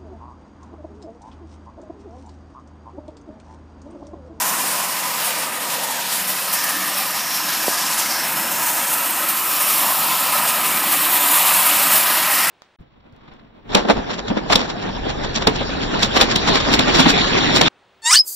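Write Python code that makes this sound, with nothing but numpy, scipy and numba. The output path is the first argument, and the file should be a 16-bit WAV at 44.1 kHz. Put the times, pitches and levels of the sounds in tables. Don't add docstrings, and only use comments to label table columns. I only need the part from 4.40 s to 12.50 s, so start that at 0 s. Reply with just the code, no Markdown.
import sys
import numpy as np
from scipy import signal
from scipy.io import wavfile
from scipy.ndimage import uniform_filter1d
from numba import njit

SR = 44100
rng = np.random.default_rng(int(sys.argv[2]) if len(sys.argv) > 2 else 0)


def digitize_waveform(pressure):
    field = np.atleast_2d(pressure).T
    bounded = np.clip(field, -1, 1)
    quanta = np.round(bounded * 32767).astype(np.int16)
    wavfile.write(sys.argv[1], SR, quanta)


N = 357210

# time in seconds, then levels in dB of rail hiss,
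# wheel sizzle and truck rattle.
ROLLING = [(0.0, -26, -28, -34), (0.3, -29, -28, -33), (0.61, -30, -32, -33), (0.88, -30, -31, -32),
           (1.15, -34.5, -32.5, -36), (1.35, -31, -34, -32), (1.62, -34, -36.5, -32.5),
           (1.74, -29, -30, -30.5), (1.94, -28.5, -30.5, -33), (2.37, -27.5, -30.5, -30),
           (2.84, -29, -33, -32.5), (3.09, -27.5, -35, -30), (3.3, -26, -29, -32),
           (3.42, -28.5, -31, -29.5), (3.58, -27, -26.5, -31.5), (3.65, -27, -31, -32.5),
           (3.83, -28, -31.5, -32.5), (4.24, -24, -28.5, -33.5), (4.8, -25, -31.5, -33.5),
           (5.07, -22, -27.5, -33), (5.37, -20.5, -25, -28.5), (5.91, -23.5, -29.5, -29),
           (6.5, -21.5, -25.5, -29), (6.84, -19, -23.5, -25), (7.08, -17, -22, -24), (7.4, -19, -22, -26),
           (7.83, -20.5, -26, -25), (7.96, -24.5, -28, -28), (8.1, -25, -26, -30)]
JOLT_TRUCK_DB, JOLT_SHELL_DB = -15, -22


def undb(db):
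    return 10 ** (np.asarray(db) / 20)


def unit(x):
    return x / np.sqrt(np.mean(x ** 2))


def curves(rows):
    seconds, *columns = np.transpose(rows)
    t = np.arange(N) / SR
    return [np.interp(t, seconds, column) for column in columns]


@njit
def svf(x, g, k):
    y = np.empty(len(x))
    b, l, b2, l2 = 0., 0., 0., 0.
    for i in range(len(x)):
        scale = 1 / (1 + g[i] * (g[i] + k))
        v = (b + g[i] * (x[i] - l)) * scale
        b, l = 2 * v - b, l + 2 * g[i] * v
        v = (b2 + g[i] * (k * v - l2)) * scale
        b2, l2 = 2 * v - b2, l2 + 2 * g[i] * v
        y[i] = k * v
    return y


def walk(rate):
    k = int(SR / rate)
    held = np.repeat(rng.standard_normal(N // k + 5), k)
    slewed = uniform_filter1d(uniform_filter1d(held, k), k)
    return 1.34 * slewed[2 * k:][:N]


def grit(spiky_db):
    size_db = spiky_db * rng.exponential(size=N)
    return unit(rng.standard_normal(N) * undb(size_db))


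def ring(modes, spiky_db, drift, flicker_db, shake_db=0.):
    out = 0
    for hz, width, db in modes:
        centre = np.clip(hz * (1 + drift * walk(6)), 40, .4 * SR)
        band = svf(grit(spiky_db), np.tan(np.pi * centre / SR), 1.94 * width / np.mean(hz))
        out = out + unit(band) * np.sqrt(width) * undb(db + flicker_db * walk(13))
    return unit(out * undb(shake_db))


def wheel_wobble():
    return 0.36 * walk(45) + 0.9 * walk(90) + .3 * walk(14)


def joints():
    # start in seconds, added rail hiss in dB, added wheel sizzle in dB, length in seconds.
    joint_rows = [(0.31, -47, -38, 0.021), (0.828, -30, -30, 0.053), (0.978, -37, -36, 0.04),
                  (1.29, -41, -36, 0.069), (1.429, -39, -38, 0.025), (1.494, -37, -33, 0.033),
                  (1.69, -38, -36, 0.12), (1.862, -30, -32, 0.058), (2.118, -25, -27, 0.041),
                  (2.235, -24, -31, 0.017), (2.283, -30, -29, 0.027), (2.46, -33, -40, 0.033),
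                  (2.554, -37, -44, 0.044), (2.702, -37, -33, 0.016), (2.94, -42, -40, 0.031),
                  (3.575, -33, -33, 0.035), (3.913, -37, -43, 0.023), (3.963, -35, -34, 0.038),
                  (4.256, -45, -45, 0.029), (4.5, -34, -30, 0.066), (4.878, -24, -30, 0.027),
                  (5.197, -29, -26, 0.034), (5.372, -37, -41, 0.037), (5.783, -31, -31, 0.047),
                  (5.914, -35, -30, 0.033), (6.028, -33, -41, 0.017), (6.067, -37, -28, 0.044),
                  (6.24, -31, -27, 0.064), (6.505, -27, -30, 0.05), (6.721, -24, -41, 0.022),
                  (6.905, -26, -48, 0.024), (7.05, -29, -29, 0.046), (7.13, -23, -29, 0.03),
                  (7.254, -24, -48, 0.028), (7.504, -29, -27, 0.058), (7.57, -24, -31, 0.017),
                  (7.715, -31, -39, 0.039), (7.892, -27, -30, 0.086)]
    t, envelope = np.arange(N) / SR, np.zeros((2, N))
    for s, rail_db, wheel_db, length in joint_rows:
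        age = np.clip((t - s) / length, 0, 50)
        swell = (2 * age * np.exp(1 - 2 * age)) ** 3
        envelope += undb([[rail_db], [wheel_db]]) * swell
    return envelope


def rolling(clack, jolt, wobble_db):
    # centre in Hz, width setting in Hz, relative level in dB.
    rail_modes = [(11520, 1670, -0.78), (13000, 1600, 0.43), (14600, 2000, -0.77)]
    wheel_modes = [(7460, 510, -2.5), (8230, 1700, -2), (9590, 1930, 3.5)]
    truck_modes = [(3070, 1290, 3.5), (4050, 800, 1)]
    hiss_db, wheel_db, truck_db = curves(ROLLING)
    rail = (undb(hiss_db) + clack) * ring(rail_modes, 1.9, .01, 1., wobble_db)
    wheels = (undb(wheel_db) + jolt) * ring(wheel_modes, 1.9, 0.02, .9, wobble_db)
    truck_gain = undb(truck_db) + undb(JOLT_TRUCK_DB) * jolt
    return rail + wheels + truck_gain * ring(truck_modes, 2.0, 0.014, 0.7, wobble_db)


def shell_gains():
    # time in seconds, level in dB of the deep-ringing, bright and middle-ringing cars.
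    car_levels = [(0.0, -31, -32, -35.5), (0.3, -32.5, -34, -37), (0.65, -33, -34.5, -38),
                  (0.9, -36.5, -34, -32.5), (1.2, -37.5, -37.5, -36), (1.45, -31.5, -35, -43),
                  (1.85, -40.5, -32.5, -40.5), (2.3, -37.5, -37.5, -33), (2.9, -39, -33.5, -36),
                  (3.3, -35.5, -33, -35), (3.9, -36, -31.5, -34.5), (4.3, -33.5, -34, -33.5),
                  (4.8, -35, -34, -33), (5.25, -42, -43, -28), (5.45, -26.5, -38, -31),
                  (5.7, -29.5, -46, -31), (6.0, -31.5, -37, -27.5), (6.45, -36.5, -30.5, -29),
                  (6.8, -30.5, -29.5, -29), (7.15, -27.5, -30, -27), (7.45, -39, -29, -26.5),
                  (7.75, -30.5, -27, -28.5), (8.1, -40, -31, -27.5)]
    # share in dB of the main ring, then of the other four
    car_shares = [(1.5, -6, -8.5, -8, -23), (-9, -6.5, -17, -1, -5.5), (-4.5, -10, -1, -8, -3)]
    return np.sqrt(undb(np.transpose(car_shares)) ** 2 @ undb(curves(car_levels)) ** 2)


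def tin_shells(gains, jolt, wobble_db):
    # time in seconds, pitch in Hz.
    main_pitch = [(0, 990), (.45, 1046), (.75, 1040), (1.0, 920), (1.25, 980), (1.45, 930), (1.6, 950),
                  (2.0, 995), (4.55, 980), (4.75, 1040), (5.3, 1020), (5.5, 1030), (5.72, 970), (5.9, 996),
                  (6.8, 1010), (8.1, 1010)]
    # time in seconds, pitch in Hz.
    upper_pitch = [(0, 1215), (.9, 1236), (3.5, 1248), (4.5, 1293), (5.0, 1260), (5.4, 1210), (5.65, 1290),
                   (6.2, 1283), (7.0, 1227), (8.1, 1280)]
    # centre in Hz, width setting in Hz, relative level in dB.
    steady_modes = [
        [(676, 136, -0.68), (805, 110, 1.2)],
        [(1580, 310, 0), (1903, 217, 0)],
        [(2350, 230, -1.5), (2653, 390, 0.55)],
    ]
    main = [(curves(main_pitch)[0], 100, 0)]
    upper = [(curves(upper_pitch)[0], 95, 0)]
    groups = [main, steady_modes[0], upper] + steady_modes[1:]
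    shake_db = 0.47 * wobble_db
    out = 0
    for modes, gain in zip(groups, gains):
        out = out + (gain + undb(JOLT_SHELL_DB) * jolt) * ring(modes, 1.0, 0.018, .55, shake_db)
    return out


def freight_cars():
    # time in seconds, pitch in Hz, level in dB.
    freight_rows = [(0, 1850, -52), (.85, 1900, -39), (1.2, 1830, -42), (2.0, 1790, -48), (2.25, 1770, -30),
                    (2.8, 1870, -39), (3.05, 1690, -36), (3.7, 1640, -35.5), (4.3, 1700, -36),
                    (4.7, 1820, -43), (5.2, 1800, -42), (6.8, 1940, -40), (7.4, 1900, -39),
                    (8.1, 1940, -28)]
    hz, db = curves(freight_rows)
    return undb(db) * ring([(hz, 154, 0)], 0.65, 0.012, 0.97)


def flange_squeal():
    # time in seconds, pitch in Hz, level in dB.
    squeal_rows = [(0, 5500, -52), (2.3, 5550, -52), (2.47, 5400, -42), (2.55, 5500, -33),
                   (2.62, 5470, -41), (2.8, 5500, -41), (2.95, 5550, -31), (3.1, 5300, -39),
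                   (3.35, 5380, -42), (3.47, 5320, -34), (3.58, 5470, -43), (3.74, 5420, -34),
                   (3.84, 5340, -33), (3.88, 5300, -46), (4.02, 5330, -36), (4.2, 5370, -36),
                   (4.3, 5360, -46), (5.02, 5500, -50), (5.12, 5440, -35), (5.28, 5600, -38),
                   (5.5, 5530, -40), (5.8, 5440, -45), (8.1, 5530, -44)]
    hz, db = curves(squeal_rows)
    return undb(db) * ring([(hz, 170, 0)], 1.5, .003, 1.)


def wheel_scrape(jolt, wobble_db):
    # time in seconds, level in dB of the lower and of the upper ring.
    scrape_levels = [(0.0, -34, -27.5), (0.29, -33, -34), (1.01, -33.5, -37), (1.17, -42, -39),
                     (1.28, -36, -33), (1.62, -37, -35), (1.8, -32, -38), (2.1, -33, -40),
                     (2.23, -29.5, -36), (2.46, -31.5, -37), (2.66, -31, -42), (3.13, -30, -34),
                     (3.25, -30.5, -36), (3.41, -28.5, -27.5), (3.62, -30, -28.5), (3.72, -26.5, -33),
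                     (3.83, -28.5, -42), (3.88, -39, -38), (4.17, -38, -30.5), (4.83, -39, -34),
                     (5.37, -31, -37), (6.47, -35.5, -37), (7.17, -33, -31), (7.55, -29.5, -35),
                     (8.1, -31, -38)]
    # centre in Hz, width setting in Hz, relative level in dB.
    scrape_modes = [(5180, 1050, 0), (6820, 2140, 0)]
    out = 0
    for mode, db in zip(scrape_modes, curves(scrape_levels)):
        gain = undb(db) + undb(JOLT_TRUCK_DB) * jolt
        out = out + gain * ring([mode], 1.6, 0.017, 0.78, wobble_db)
    return out


def rail_singing():
    # time in seconds, level in dB.
    sing_levels = [(0, -44), (3.9, -46), (4.6, -32), (4.9, -35), (5.2, -51), (6.0, -33), (6.3, -47),
                   (8.1, -53)]
    # centre in Hz, width setting in Hz, relative level in dB.
    sing_modes = [(8450, 420, 0)]
    return undb(curves(sing_levels)[0]) * ring(sing_modes, 1.5, .004, 1.5)


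def blows(rows, t60_s):
    age = np.arange(SR // 10) / SR
    out = np.zeros(N + len(age))
    fade = np.exp(-np.log(1000) * age / t60_s) * np.minimum(age / .002, 1)
    for s, db, hz in rows:
        g = np.full(len(age), np.tan(np.pi * hz / SR))
        spit = unit(svf(rng.standard_normal(len(age)), g, .6))
        tone = np.sin(2 * np.pi * hz * age)
        out[int(s * SR):][:len(age)] += undb(db) * fade * (.7 * tone + .55 * spit)
    return out[:N]


def knocks_and_ticks():
    # start in seconds, level in dB, ring in Hz.
    knock_rows = [(1.031, -21, 880), (5.453, -16, 1050), (5.505, -13, 1013), (5.878, -15, 985),
                  (6.836, -15, 987), (7.05, -13, 1090), (7.643, -16, 1173)]
    tick_rows = [(2.098, -20, 4330), (2.224, -21, 4350), (6.484, -19, 2630), (6.647, -15, 3070),
                 (6.769, -21, 2900), (6.898, -19, 2610), (7.069, -17, 2720), (7.089, -18, 2720),
                 (7.266, -14, 2570), (7.309, -18, 2720), (7.379, -17, 2620), (7.489, -15, 2830),
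                 (7.544, -18, 2570)]
    return blows(knock_rows, t60_s=.07) + blows(tick_rows, t60_s=.035)


def tap():
    start_s, hz, spread_s = 3.2817, 520, .00065
    age = np.arange(N) / SR - start_s
    return undb(-6) * np.sin(2 * np.pi * hz * age) * np.exp(-.5 * (age / spread_s) ** 2)


def short_tones(low_hz, high_hz, count, pitch_count):
    t60_s, attack_s = .12, 0.0078
    age = np.arange(SR // 12) / SR
    out = np.zeros(N + len(age))
    fade = np.exp(-np.log(1000) * age / t60_s) * np.minimum(age / attack_s, 1)
    pitches = low_hz * (high_hz / low_hz) ** rng.random(pitch_count)
    for when, pick, detune, size in rng.random((count, 4)):
        hz = pitches[int(pick * pitch_count)] * (1 + 0.0097 * detune)
        out[int(when * N):][:len(age)] += undb(8 * size) * fade * np.sin(2 * np.pi * hz * age)
    return unit(out[:N])


def faint_tones(gains):
    truck_db = curves(ROLLING)[2]
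    lower = gains[-1] * short_tones(550, 3200, count=1900, pitch_count=70)
    higher = undb(truck_db - 2) * short_tones(6500, 14500, count=3200, pitch_count=200)
    return lower + higher


def motors():
    # time in seconds, growl pitch in Hz, growl level in dB, gear whirr level in dB.
    motor_rows = [(0, 180, -52, -66), (1.5, 172, -57, -79), (1.85, 186, -43, -64), (2.1, 186, -52, -56),
                  (2.4, 186, -43, -38), (2.8, 180, -53, -53), (3.2, 175, -68, -44), (5.3, 162, -65, -45),
                  (5.75, 160, -44.5, -48), (6.1, 160, -61, -52), (6.7, 180, -53, -35.5),
                  (7.15, 176, -42, -44.5), (7.4, 174, -54, -41.5), (8.1, 178, -54, -46)]
    # centre in Hz, width setting in Hz, relative level in dB.
    gear_modes = [(306, 38, 0)]
    hum_hz, hum_db = 119.5, -55
    hz, growl_db, gear_db = curves(motor_rows)
    turns = np.cumsum(hz * (1 + 0.028 * walk(20))) / SR
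    growl = np.sqrt(2) * np.sin(2 * np.pi * turns) * undb(growl_db + 2.0 * walk(25))
    whirr = undb(gear_db) * ring(gear_modes, 0., 0.02, 0.75)
    hum = np.sqrt(2) * np.sin(2 * np.pi * hum_hz * np.arange(N) / SR)
    return growl + whirr + undb(hum_db) * hum


def table_rumble():
    # time in seconds, level in dB of the low rings, level in dB of the trestle ring.
    rumble_levels = [(0, -40, -42), (.8, -42, -42), (1.5, -40.5, -40), (2.2, -42.5, -44.5),
                     (2.9, -42.5, -48), (3.5, -41, -46), (4.4, -40, -43.5), (5.0, -42, -45),
                     (6.2, -38, -44), (7.0, -43.5, -45.5), (7.5, -40, -47), (8.1, -39, -46)]
    # centre in Hz, width setting in Hz, relative level in dB.
    low_modes = [(175, 95, 4), (265, 130, 1)]
    trestle_modes = [(535, 75, 0)]
    low_db, trestle_db = curves(rumble_levels)
    low = undb(low_db + 0.96 * walk(2.58)) * ring(low_modes, 0., 0.023, 1.0)
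    return low + undb(trestle_db) * ring(trestle_modes, 0., 0.017, 1.0)


def scene():
    wobble_db = wheel_wobble()
    clack, jolt = joints()
    gains = shell_gains()
    mono = rolling(clack, jolt, wobble_db)
    mono += tin_shells(gains, jolt, wobble_db) + freight_cars()
    mono += flange_squeal() + wheel_scrape(jolt, wobble_db) + rail_singing()
    mono += knocks_and_ticks() + tap() + faint_tones(gains)
    mono += motors() + table_rumble()
    return np.array([mono, mono])


def record(dry):
    low_cut_hz, top_hz, noise_hz, noise_db = 148, 15350, 85, -74
    thin = signal.sosfilt(signal.butter(5, low_cut_hz, "high", fs=SR, output="sos"), dry)
    thin = thin + undb(noise_db) * ring([(noise_hz, noise_hz, 0)], 0., 0., 0.)
    return signal.sosfilt(signal.ellip(10, .2, 80, top_hz, fs=SR, output="sos"), thin)


dry = scene()
out = record(dry)
digitize_waveform(out)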